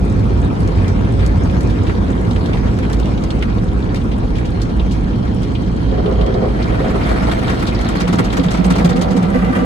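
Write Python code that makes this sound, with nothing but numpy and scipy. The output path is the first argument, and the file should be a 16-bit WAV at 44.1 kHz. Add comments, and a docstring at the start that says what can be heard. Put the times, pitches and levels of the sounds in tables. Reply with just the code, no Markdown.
"""Inside a car that rolls through a tunnel car wash, all of it shaped noise bar the door's slow tones.
Machinery booms, water pounds the roof and spray washes over the body; drops tap and sheets splat on glass.
Run-off dribbles and drips ping on metal trim, then a sputtering jet drums across a ringing panel.
Wet cloth brushes arrive, scrub the paint and fling off drops; the door drones, and strips slap the car while
shoves swell the door's bending tones. At the end gushes of water ring a side window."""
import sys
import numpy as np
from scipy import signal
from scipy.fft import rfft, irfft, next_fast_len
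from scipy.io import wavfile
from scipy.ndimage import uniform_filter1d, map_coordinates

SR = 44100
rng = np.random.default_rng(int(sys.argv[2]) if len(sys.argv) > 2 else 0)


def log_audio(samples):
    """Write samples as a 16-bit WAV file to the path given in sys.argv[1]."""
    # one column per channel
    frames = np.atleast_2d(samples).T
    # limit to full scale, then quantise
    limited = np.clip(frames, -1, 1)
    pcm = np.round(limited * 32767).astype(np.int16)
    wavfile.write(sys.argv[1], SR, pcm)


N = 425564
SPAN = next_fast_len(N, real=True)  # working length in samples, quick to transform
TIME = np.arange(SPAN) / SR
FREQ = np.fft.rfftfreq(SPAN, 1 / SR)


def amp(db):
    """Decibels to gain."""
    return 10 ** (np.asarray(db) / 20)


def evened(x):
    """Scales to rms 1."""
    return x / np.sqrt(np.mean(x ** 2) + 1e-20)


def read(points, hz):
    """Reads a spectrum table on a log-frequency axis."""
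    f, value = np.transpose(points)
    return np.interp(np.log(hz + 1), np.log(f + 1), value)


def curve(rows):
    """Draws a table of (s, value) as a line through every sample."""
    return np.interp(TIME, *np.transpose(rows))


def onset(start_s, rise_s):
    """A gain that ramps from 0 to 1."""
    return np.clip((TIME - start_s) / rise_s, 0, 1)


def release(end_s, db_per_s):
    """A gain that holds at 1, then dies away."""
    return amp(-db_per_s * np.maximum(TIME - end_s, 0))


def passing(top_s, width_s):
    """A gain that swells to 1 and ebbs as something goes by; it is at half at width_s from the top."""
    return 1 / (1 + ((TIME - top_s) / width_s) ** 2)


def add(mix, s, sound):
    """Mixes a sound in at time s."""
    part = mix[:, max(round(s * SR), 0):][:, :sound.shape[1]]
    part += sound[:, :part.shape[1]]


def white():
    """Two unrelated noises."""
    return rng.standard_normal((2, SPAN))


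def colour(x, points):
    """Gives x a spectrum that falls away past the ends of its table, at rms 1."""
    low_skirt = FREQ / (FREQ + points[0][0] / 2)
    high_skirt = 1 / (1 + (FREQ / (2 * points[-1][0])) ** 4)
    shape = amp(read(points, FREQ)) * low_skirt * high_skirt
    return evened(irfft(rfft(x) * shape, SPAN))


def wander(low_hz, high_hz):
    """Slow random movement between two rates, rms 1."""
    band = FREQ / (FREQ + low_hz) / (1 + (FREQ / high_hz) ** 2)
    return evened(irfft(rfft(rng.standard_normal(SPAN)) * band, SPAN))


def ring(x, modes):
    """Passes x through resonances (Hz, width in Hz, dB) of alternating sign."""
    response = 0
    for k, (hz, width, db) in enumerate(modes):
        resonance = 1j * FREQ * width / (hz ** 2 - FREQ ** 2 + 1j * FREQ * width)
        response = response + (-1) ** k * amp(db) * resonance
    return irfft(rfft(x) * response, SPAN)


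def splash(hz, octaves, decay, rise=0.00086, tail_db=-16, tail=0.0051, size=4096):
    """A noise burst around hz with the cabin's short tail (times in s), near rms 1 at its loudest."""
    t, f = np.arange(size) / SR, np.fft.rfftfreq(size, 1 / SR)
    band = 1 / (1 + (np.log2((f + 1) / hz) / octaves) ** 2) ** 2
    fall = np.exp(-t / decay) + amp(tail_db) * np.exp(-t / tail)
    shape = (1 - np.exp(-t / rise)) ** 2 * fall
    noise = evened(irfft(rfft(rng.standard_normal((2, size))) * band, size))
    return noise * shape / shape.max()


def click(hz):
    """The broad, sharp instant at which a drop lands."""
    return splash(hz, octaves=1.0, decay=0.001, rise=.0002, tail_db=-26)


def crackly(x, depth_db=-0.5, size=40):
    """Breaks a burst into uneven grains about `size` samples long, at much the same strength."""
    grain = evened(uniform_filter1d(rng.standard_normal(x.shape[1]), size=size))
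    return x * evened(amp(depth_db * grain))


def patter(per_s, low_hz, high_hz, octaves, decay, spread_db, count=120):
    """Random small impacts of many pitches and sizes, rms 1."""
    taps = [splash(hz, octaves, decay) for hz in np.geomspace(low_hz, high_hz, count)]
    out = np.zeros((2, SPAN))
    for when, which, chance in rng.random((int(per_s * N / SR), 3)):
        size = amp(spread_db * min(-np.log(chance), 3))
        add(out, when * N / SR, size * taps[int(which * count)])
    return evened(out)


def grit(per_s, spread_db):
    """A dense crackle of one-sample impacts of uneven size, rms 1."""
    sizes = amp(spread_db * np.minimum(rng.exponential(1, SPAN), 3))
    landed = rng.random(SPAN) < per_s / SR
    return evened(white() * sizes * landed)


def patchy(x, depth_db, long, wide_hz, size=512):
    """Patches of time (long, in s) and pitch swell and fade as water lands here and there; lows stay steadier."""
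    hz, _, z = signal.stft(x, SR, nperseg=size)
    depth = depth_db * (hz ** 2 / (hz ** 2 + 800 ** 2))[:, None]
    across = np.arange(z.shape[2]) * size / 2 / SR / long
    up = np.arange(z.shape[1]) * SR / size / wide_hz
    frames, bins = np.meshgrid(across, up)
    field = map_coordinates(rng.standard_normal((200, 1200)), [bins, frames], order=1, mode="wrap")
    return signal.istft(z * amp(depth * evened(field)), nperseg=size)[1][:, :SPAN]


# Machinery heard through the body. Each row: frequency in Hz, relative level in dB per Hz.
MACHINERY_SPECTRUM = [(15, -19), (28, -17), (39, -1), (47, -0.5), (56, 9.5), (68, -3.5), (82, -4.5),
                      (112, -1), (145, -10), (178, -4), (250, -9.5), (350, -16.5), (600, -35.5)]
# Water pounding the roof. Each row: frequency in Hz, relative level in dB per Hz.
ROOF_SPECTRUM = [(40, -20), (65, -7), (90, 4.5), (120, -5), (150, -13.5), (280, -20), (500, -25),
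                 (1000, -77)]
# the machinery is steady until the car leaves it behind
RUMBLE_DB, RUMBLE_UNTIL_S, RUMBLE_FADE_DB_PER_S = -15.5, 6.5, 1.5
# the roof is pounded until the car is out from under the first arch
ROOF_DB, ROOF_UNTIL_S, ROOF_FADE_DB_PER_S = -18, 1.53, 8.5


def machinery(steadiness=0.36):
    """Motors and conveyor boom in the cabin at a fairly even strength; water pounds the roof."""
    boom = colour(white(), MACHINERY_SPECTRUM)
    strength = np.sqrt(abs(uniform_filter1d(boom ** 2, size=2200, axis=1)) + 1e-9)
    boom = evened(boom / strength ** steadiness)  # partly levels out the swells
    boom = boom * release(RUMBLE_UNTIL_S, RUMBLE_FADE_DB_PER_S)
    roof = colour(white(), ROOF_SPECTRUM) * release(ROOF_UNTIL_S, ROOF_FADE_DB_PER_S)
    return amp(RUMBLE_DB) * boom + amp(ROOF_DB) * roof


# How much spray reaches the body. Each row: time in seconds, relative level in dB.
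SPRAY_LEVEL = [(0, -34), (1.0, -32), (2.0, -32.5), (3.0, -32.5), (3.8, -34.5), (5.0, -35.5), (5.8, -35)]
# Spray on the body. Each row: frequency in Hz, relative level in dB per Hz.
SPRAY_SPECTRUM = [(100, -6.5), (230, -1), (360, -7), (470, -9.5), (590, -12.5), (720, -13), (920, -17.5),
                  (1170, -21.5), (1420, -24), (1630, -22), (1850, -29), (2300, -31), (3200, -36),
                  (5500, -42), (7500, -51.5), (10000, -55), (13000, -63.5), (16000, -67)]


def spray():
    """A gusting wash of fine water with separate drops and soft splatters in it."""
    water = white() + .7 * grit(per_s=1500, spread_db=2)
    fine = patchy(water, depth_db=2.4, long=.03, wide_hz=420)
    gusts = amp(.7 * wander(5, 23))
    wash = colour(fine * gusts, SPRAY_SPECTRUM) * amp(11.5)
    specks = patter(per_s=150, low_hz=2400, high_hz=8900, octaves=0.58, decay=0.00084, spread_db=6.5)
    splatters = patter(per_s=60, low_hz=1100, high_hz=4430, octaves=0.42, decay=0.0055, spread_db=2.0)
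    layers = wash + specks * amp(-22.5) + splatters * amp(-14.0)
    return layers * amp(curve(SPRAY_LEVEL))


# Large drops on the glass. Each row: time in seconds, level in dB, centre in Hz,
# treble in dB relative to that level.
GLASS_DROPS = [(0.676, -44, 2340, 10), (0.881, -34.5, 4270, -2), (1.263, -38, 1920, 9),
               (1.498, -33.5, 2540, -24), (1.608, -39, 2010, 7), (2.31, -31.5, 3400, -20),
               (2.361, -27.5, 2200, -22), (2.459, -33, 3400, -8), (2.533, -26, 2380, -26),
               (2.788, -29.5, 1530, -5), (2.8993, -29, 1610, -8), (2.931, -31, 3820, 0.5),
               (2.999, -34, 1730, 1), (3.057, -36.5, 2780, -4), (3.1767, -34.5, 3000, -18),
               (3.238, -38.5, 2210, 8), (3.305, -28, 3440, -23), (3.4244, -22.5, 2350, -25),
               (3.9457, -29, 1660, -3), (4.3841, -29, 1950, -9), (4.616, -33, 3880, -10),
               (4.9106, -34.5, 3220, -10), (6.2632, -33.5, 3150, -8)]
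# Heavy drips that ping on metal trim. Each row: time in seconds, relative level in dB, pitch in Hz.
METAL_DRIPS = [(4.796, -28, 3100), (5.5508, -25.5, 2950), (6.059, -30, 3120), (6.2113, -27, 3180),
               (6.341, -32.5, 4000), (6.625, -30, 4240), (7.48, -24, 3200), (7.671, -23, 3750),
               (8.3017, -27, 3120), (8.395, -27.5, 3540), (8.484, -27, 3400), (8.738, -27.5, 3160),
               (8.9286, -31, 3760)]


def drops(click_db=-3, drip_click_db=-11):
    """Single drops: a click, a ragged ring and a fine splash on glass, a click and a ping on metal."""
    out = np.zeros((2, SPAN))
    for s, db, hz, treble_db in GLASS_DROPS:
        body = splash(hz, octaves=0.86, decay=0.006, tail_db=-14, tail=.013)
        add(out, s - .001, amp(db) * crackly(body, depth_db=0.5))
        add(out, s, amp(db + click_db) * click(hz))
        fine = splash(4900, octaves=1.0, decay=0.00095, rise=0.00081, tail_db=-12)
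        add(out, s - .001, amp(db + treble_db) * fine)
    for s, db, hz in METAL_DRIPS:
        ping = splash(hz, octaves=0.56, decay=0.007, rise=.0015, tail_db=-16, tail=.016)
        add(out, s - .001, amp(db - 2.5) * ping)
        add(out, s, amp(db + drip_click_db) * click(hz))
    return out


# Sheets of water that splat on the windshield. Each row: time in seconds, level in dB,
# centre in Hz, decay in seconds.
WINDSHIELD_SPLATS = [(1.1941, -33, 2300, 0.026), (1.24, -33.5, 1650, 0.013), (1.324, -44, 1500, 0.0066),
                     (1.7, -38.5, 3500, 0.016), (1.869, -33.5, 2500, 0.022), (1.896, -25.5, 1330, 0.016),
                     (2.5717, -32, 1800, 0.017), (2.68, -36, 2120, 0.02), (2.831, -32, 1990, 0.019),
                     (3.426, -28.5, 1660, 0.014), (3.96, -32, 3300, 0.014), (4.118, -34, 2480, 0.011),
                     (4.356, -35, 2660, 0.031), (4.455, -36.5, 3500, 0.014), (4.62, -32, 4160, 0.011),
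                     (4.918, -36.5, 3960, 0.024), (5.432, -35, 3570, .01)]


def splats():
    """Water that lands flat spreads for a moment, with a soft, grainy hiss."""
    out = np.zeros((2, SPAN))
    for s, db, hz, decay in WINDSHIELD_SPLATS:
        add(out, s - .004, amp(db) * crackly(splash(hz, octaves=1.0, decay=decay, rise=0.0018)))
    return out


# run-off swells and ebbs between the arches
DRIBBLE_S, DRIBBLE_WIDTH_S, DRIBBLE_DB = 5.93, 1.66, -45.5


def dribble():
    """Run-off dribbles thickly on the trim, which rings in a broad cluster of pitches."""
    beads = patter(per_s=420, low_hz=2500, high_hz=4800, octaves=0.7, decay=0.006, spread_db=3.0)
    trim = ring(beads, [(3100, 300, -2), (3420, 340, -6), (4200, 650, -7.5)])
    return evened(trim) * amp(DRIBBLE_DB) * passing(DRIBBLE_S, DRIBBLE_WIDTH_S) ** 2


# Sweeps of the jet across the panel. Each row: start in seconds, end in seconds, level in dB.
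JET_SWEEPS = [(5.874, 5.88, -24), (5.909, 5.937, -21), (5.967, 5.998, -20.5), (6.024, 6.134, -19.5),
              (6.173, 6.24, -20.5), (6.24, 6.3, -19), (6.332, 6.38, -17.5), (6.407, 6.45, -16),
              (6.58, 6.62, -24.5), (6.67, 6.733, -23.5), (6.787, 6.81, -20.5), (6.83, 6.863, -19),
              (6.93, 6.949, -18.5), (7.11, 7.148, -24)]
# The panel under the jet. Each row: frequency in Hz, relative level in dB per Hz.
JET_SPECTRUM = [(200, -26), (320, -3), (425, 7), (475, -3), (530, 5.5), (590, -23), (700, -17), (810, -22),
                (960, -13), (1300, -15.5), (2000, -24), (5000, -66)]
# What that panel rings with. Each row: frequency in Hz, width in Hz, relative level in dB.
JET_PANEL_MODES = [(419, 24, -3), (530, 36, -2.5), (636, 15, 3), (736, 20, -1.5), (822, 15, -11)]
JET_RISE_S, JET_FADE_DB_PER_S = 0.018, 220


def jet(ring_db=-4, drum_db=-2):
    """A sputtering jet drums on a panel and sets it ringing each time it sweeps across."""
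    sweeps = [amp(db) * onset(start, JET_RISE_S) * release(end, JET_FADE_DB_PER_S)
              for start, end, db in JET_SWEEPS]
    water = white() * amp(1.5 * wander(6.1, 30))
    drumming = amp(drum_db) * colour(water, JET_SPECTRUM)
    ringing = amp(ring_db) * evened(ring(white(), JET_PANEL_MODES))
    return (drumming + ringing) * np.max(sweeps, axis=0)


# the brush presses hardest on the door for a while; the cloth then flaps more
PRESS_S, PRESS_WIDTH_S = 8.67, 0.45
# each blow drags cloth and water after it, which ebb until the next blow or for WAKE_S
WAKE_DB, WAKE_FADE_DB_PER_S, WAKE_S = 4.5, 132, 0.061


def wake():
    """A gain that jumps with every slap and sags after it, most while the brush presses hardest."""
    blows = np.sort([0] + [row[0] for row in CLOTH_SLAPS])
    age = TIME - blows[np.searchsorted(blows, TIME, "right") - 1]
    sag_db = WAKE_FADE_DB_PER_S * np.minimum(age, WAKE_S)
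    level_db = uniform_filter1d(WAKE_DB - sag_db, size=500)
    return amp(level_db * passing(PRESS_S, PRESS_WIDTH_S))


# Wet cloth scrubbing. Each row: frequency in Hz, relative level in dB per Hz.
SCRUB_SPECTRUM = [(150, -5), (330, -3), (400, -26), (500, -5), (570, -18.5), (630, -3.5), (700, -8),
                  (820, -12), (1000, -16.5), (1330, -14.5), (1650, -17), (2200, -22.5), (3000, -29.5),
                  (4200, -35), (5500, -40), (10000, -45.5), (14000, -52), (16000, -68)]
# Moments when more of the cloth bears on the paint. Each row: top in seconds, half width in seconds,
# level in dB that is added to the steady contact.
BRUSH_SWELLS = [(6.84, 0.16, -31), (7.09, 0.05, -28.5), (7.3, 0.16, -27), (7.5, 0.027, -30),
                (8.8, 0.041, -25.5)]
# the brush leans in until it lies against the car
BRUSH_START_S, BRUSH_RISE_S, BRUSH_DB = 6.375, 0.29, -26.5


def scrub(strips_hz=19.0, beat_db=3.0, flutter_db=0.0, pressed_flutter_db=2,
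          fizz_db=-1.5, brightest_s=7.5, bright_width_s=1.0):
    """Wet strips drag and crackle over the paint, surging with each row, more wildly when pressed in."""
    turns = np.cumsum(strips_hz * (1 + 0.068 * wander(0.31, 3.1))) / SR
    flutter_depth = flutter_db + pressed_flutter_db * passing(PRESS_S, PRESS_WIDTH_S)
    flutter = flutter_depth * wander(3.6, 27)
    surge = amp(beat_db * np.sin(2 * np.pi * turns) + flutter)
    hits = grit(per_s=3000, spread_db=2.0) + 0.75 * white()
    cloth = colour(patchy(hits, depth_db=2.5, long=.025, wide_hz=582) * surge, SCRUB_SPECTRUM)
    # the treble is held back except around brightest_s
    fizz = signal.sosfiltfilt(signal.butter(1, 4000, "high", fs=SR, output="sos"), cloth)
    cloth = cloth + fizz * (amp(fizz_db) * passing(brightest_s, bright_width_s) - 1)
    contact = amp(BRUSH_DB) + sum(amp(db) * passing(s, width) for s, width, db in BRUSH_SWELLS)
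    return cloth * contact * onset(BRUSH_START_S, BRUSH_RISE_S) * wake()


# the shower of water flung off the brush: thickest moment, half width, level
FLUNG_S, FLUNG_WIDTH_S, FLUNG_DB = 7.7, 1.3, -37


def flung(blobs_db=-2):
    """Spinning cloth throws off fine drops that pepper the paint and fat ones with a pitched pat."""
    fine = patter(per_s=600, low_hz=1500, high_hz=5000, octaves=0.5, decay=0.0014, spread_db=3.8)
    blobs = patter(per_s=260, low_hz=1390, high_hz=4900, octaves=0.36, decay=0.0022, spread_db=5.5)
    shower = amp(FLUNG_DB) * passing(FLUNG_S, FLUNG_WIDTH_S) * onset(BRUSH_START_S, BRUSH_RISE_S) * wake()
    return (fine * amp(-2.0) + blobs * amp(blobs_db)) * shower


# Door resonances. Each row: frequency in Hz, width in Hz, relative level in dB.
DOOR_MODES = [(176, 12, -3.5), (195, 14, 3), (261, 9.9, -6.5), (334, 39, -12), (481.6, 26, -10),
              (533, 21, -8.5), (617, 48, -9), (763, 38, -8.5), (980, 37, -16), (1180, 14, -12.5),
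              (1337, 15, -12.5), (2026, 32, -22.5)]
# The three slow modes in which the door bends: low, middle and high, each a frequency in Hz.
FLEX_HZ = [179, 258.6, 495]
# Heavy shoves of the brush against the door. Each row: widest swing in seconds,
# then the level in dB of the low, the middle and the high bending mode.
DOOR_THUMPS = [(7.973, -15, -32, -34), (8.02, -19, -30, -32), (8.05, -13.5, -32, -25),
               (8.097, -11, -21, -26), (8.199, -10.5, -15, -21), (8.398, -15.5, -8, -17.5),
               (8.468, -8.5, -33, -31), (8.6, -9, -14, -44), (8.677, -9, -29, -30), (8.715, -8, -11.5, -30),
               (8.787, -9, -18, -34), (8.856, -3.5, -28, -20), (8.913, -10.5, -24, -19),
               (8.957, -14, -11, -20), (8.99, -11, -16, -18.5), (9.116, -12, -27, -21),
               (9.16, -16, -12, -20), (9.189, -6, -27, -27), (9.246, -8, -26, -23), (9.36, -31, -8, -15),
               (9.434, -9.5, -42, -39), (9.511, -25, -12.5, -25), (9.583, -15, -16, -18.5),
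               (9.63, -21, -11.5, -16)]
# the door drones once the cloth lies on it
DOOR_START_S, DOOR_RISE_S, DOOR_DB = 6.87, 2.07, -21.5
# the leaning brush keeps the lowest bending mode humming
HUM_START_S, HUM_RISE_S, HUM_DB = 7.9, 0.1, -20.5


def door(push=0.0054, scatter=0.027, rub_db=2, size=4096):
    """Rubbing cloth keeps the door humming; shoves swell slow modes whose pitch wavers as it bends."""
    t = np.arange(size) / SR
    swell = (t / push / 4) ** 4 * np.exp(4 - t / push)  # tops at 1 after four times push (in s)
    swings = np.zeros((len(FLEX_HZ), SPAN))
    for s, *levels in DOOR_THUMPS:
        add(swings, s - t[swell.argmax()], amp(levels)[:, None] * swell)
    swings[0] = np.hypot(swings[0], amp(HUM_DB) * onset(HUM_START_S, HUM_RISE_S))
    flex = np.zeros((2, SPAN))
    for hz, swing in zip(FLEX_HZ, swings):
        bend = np.array([wander(3, 15), wander(3, 15)])
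        turns = np.cumsum(hz * (1 + scatter * bend), axis=1) / SR
        flex += swing * np.sin(2 * np.pi * turns)
    rubbing = white() * amp(rub_db * wander(5.2, 10))
    drone = evened(ring(rubbing, DOOR_MODES)) * amp(DOOR_DB) * onset(DOOR_START_S, DOOR_RISE_S)
    return ports(flex + drone)


# The hardest blows of the cloth. Each row: time in seconds, relative level of the wet smack in dB,
# level of the thwack in dB, centre of the thwack in Hz.
CLOTH_SLAPS = [(7.0916, -49, -25.5, 1500), (7.315, -45, -23.5, 1580), (7.499, -37, -21, 1290),
               (7.597, -36.5, -32, 1300), (7.625, -54, -22, 1150), (7.67, -33.5, -33, 600),
               (7.813, -33.5, -33, 950), (7.889, -33.5, -24, 850), (7.9552, -44, -24, 1250),
               (8.0061, -29.5, -22.5, 1260), (8.08, -32.5, -26, 1070), (8.131, -29, -19.5, 720),
               (8.189, -29.5, -15, 1000), (8.248, -32.5, -34, 1100), (8.33, -32.5, -23, 1170),
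               (8.3717, -29.5, -19.5, 800), (8.439, -33, -32.5, 1800), (8.5117, -28.5, -32, 1000),
               (8.543, -34, -28, 620), (8.5762, -39, -30, 950), (8.646, -29.5, -26, 900),
               (8.706, -28, -19.5, 1060), (8.7582, -31, -21, 715), (8.7854, -32, -22, 850),
               (8.85, -26, -20.5, 720), (8.8953, -31, -25.5, 1000), (8.963, -36, -35, 2600),
               (9.0167, -26, -21.5, 765), (9.111, -34.5, -30, 600), (9.1686, -32.5, -27, 700),
               (9.229, -37.5, -38, 1500)]


def slaps(lead_s=0.0077, knock_db=-2, beads_db=-5.0, scatter_s=0.033, count=8):
    """Each strip lands with a crackling smack, a duller thwack and a hollow knock, and sheds ticking drops."""
    out = np.zeros((2, SPAN))
    for s, smack_db, thwack_db, hz in CLOTH_SLAPS:
        smack = crackly(splash(3520, octaves=1.25, decay=0.005, rise=0.015, tail=.009))
        add(out, s - lead_s, amp(smack_db - 1) * smack)
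        add(out, s - .005, amp(thwack_db) * splash(hz, octaves=1.35, decay=0.009, rise=0.0054))
        knock = splash(340, octaves=0.51, decay=0.011, rise=0.006)
        add(out, s - .003, amp(thwack_db + knock_db) * knock)
        for late, pitch in rng.random((count, 2)):
            bead = splash(1600 * 5 ** pitch, octaves=.55, decay=.0012, rise=.0002, tail_db=-24)
            bead_db = smack_db + beads_db + 4.2 * (1 - late)  # later drops are weaker
            add(out, s + scatter_s * late ** 2, amp(bead_db) * bead)
    return out


# Gushes over the side window. Each row: top in seconds, level in dB.
GUSHES = [(9.36, -25.5), (9.45, -29), (9.556, -23), (9.635, -29)]
# Side window resonances. Each row: frequency in Hz, width in Hz, relative level in dB.
WINDOW_MODES = [(493, 9, 2), (1180, 25, 8), (1260, 45, -5), (1530, 69, 2.5), (2010, 26, -1),
                (2280, 130, -21), (2950, 140, -28)]
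# Water sweeping the side window. Each row: frequency in Hz, relative level in dB per Hz.
WINDOW_WASH = [(700, -3), (1900, -1.5), (2800, -5), (5000, -26)]
GUSH_WIDTH_S = 0.026


def rush(wash_db=-6):
    """Gushes of water sweep the side window with a broad wash and ring its modes."""
    flow = sum(amp(db) * passing(s, GUSH_WIDTH_S) for s, db in GUSHES)
    water = white() * amp(3.5 * wander(8, 40))
    ringing = evened(ring(water, WINDOW_MODES))
    return (ringing + amp(wash_db) * colour(water, WINDOW_WASH)) * flow


def cabin(x, echo_db=-9, count=14):
    """Close echoes off glass and dashboard ripple the treble."""
    taps = np.zeros((2, SPAN))
    at = (SR * rng.uniform(.002, .014, (2, count))).astype(int)
    np.put_along_axis(taps, at, rng.choice([-1, 1], at.shape) / np.sqrt(count), 1)
    echoes = amp(echo_db) * rfft(taps) * FREQ ** 2 / (FREQ ** 2 + 700 ** 2)
    return irfft(rfft(x) * (1 + echoes), SPAN)


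# Likeness of the two microphone ports. Each row: frequency in Hz, left-right likeness from -1 to 1.
LIKENESS = [(60, .97), (200, .88), (280, .5), (400, .42), (500, .45), (615, -.75), (730, -.15), (860, -.55),
            (1100, .1), (1400, -.35), (1620, -.75), (2000, 0), (2300, .15), (2650, -.3), (3200, .2),
            (4000, .1), (9000, -.03)]
# Sound that runs along the axis of the ports. Each row: frequency in Hz, share from 0 to 1.
AXIAL = [(1500, 0), (3000, .15), (6400, .4), (8600, .1), (10000, .85), (12000, .96)]
# Balance of the ports. Each row: frequency in Hz, left minus right in dB.
BALANCE_DB = [(60, -2.4), (270, -1.2), (335, 2.5), (430, 0), (1000, 1.2), (2000, .2), (4500, 1),
              (7500, -1.2), (8400, -4.5), (10000, 0)]
PORT_DELAY_S = .000294


def ports(x, lag=0.33):
    """Two ports a hand apart: alike in the bass, combed in the treble by sound arriving from both sides."""
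    comb = read(AXIAL, FREQ) * np.cos(2 * np.pi * FREQ * PORT_DELAY_S)
    same = np.clip(read(LIKENESS, FREQ) + comb, -.99, .99)
    a, b = rfft(x)
    mid = a * np.sqrt((1 + same) / 2)
    side = b * np.sqrt((1 - same) / 2)
    bass_lag = np.exp(-.5j * lag / (1 + (FREQ / 350) ** 4))  # in the bass the left trails by `lag` radians
    lean = amp(read(BALANCE_DB, FREQ) / 2) * bass_lag
    return irfft(np.array([(mid + side) * lean, (mid - side) / lean]), SPAN)


def scene(right_db=1.0):
    """Everything as it reaches the front seat; the jet and the door lean to the right."""
    around = machinery() + spray() + dribble() + drops() + splats() + scrub() + flung() + slaps() + rush()
    right = (ports(jet()) + door()) * amp([[-right_db], [right_db]])
    return (ports(cabin(around)) + right)[:, :N]


EDGE_HZ = 15750


def record(dry):
    """The ports' own resonance, a soft ceiling on the biggest peaks, then the band limit."""
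    bright = dry + .5 * signal.lfilter(*signal.iirpeak(8350, Q=9, fs=SR), dry)
    held = bright / (1 + (bright / .98) ** 10) ** .1
    lowpass = signal.firwin(511, EDGE_HZ, window=("kaiser", 9), fs=SR)
    return signal.oaconvolve(held, lowpass[None], "same")


dry = scene()
out = record(dry)
log_audio(out)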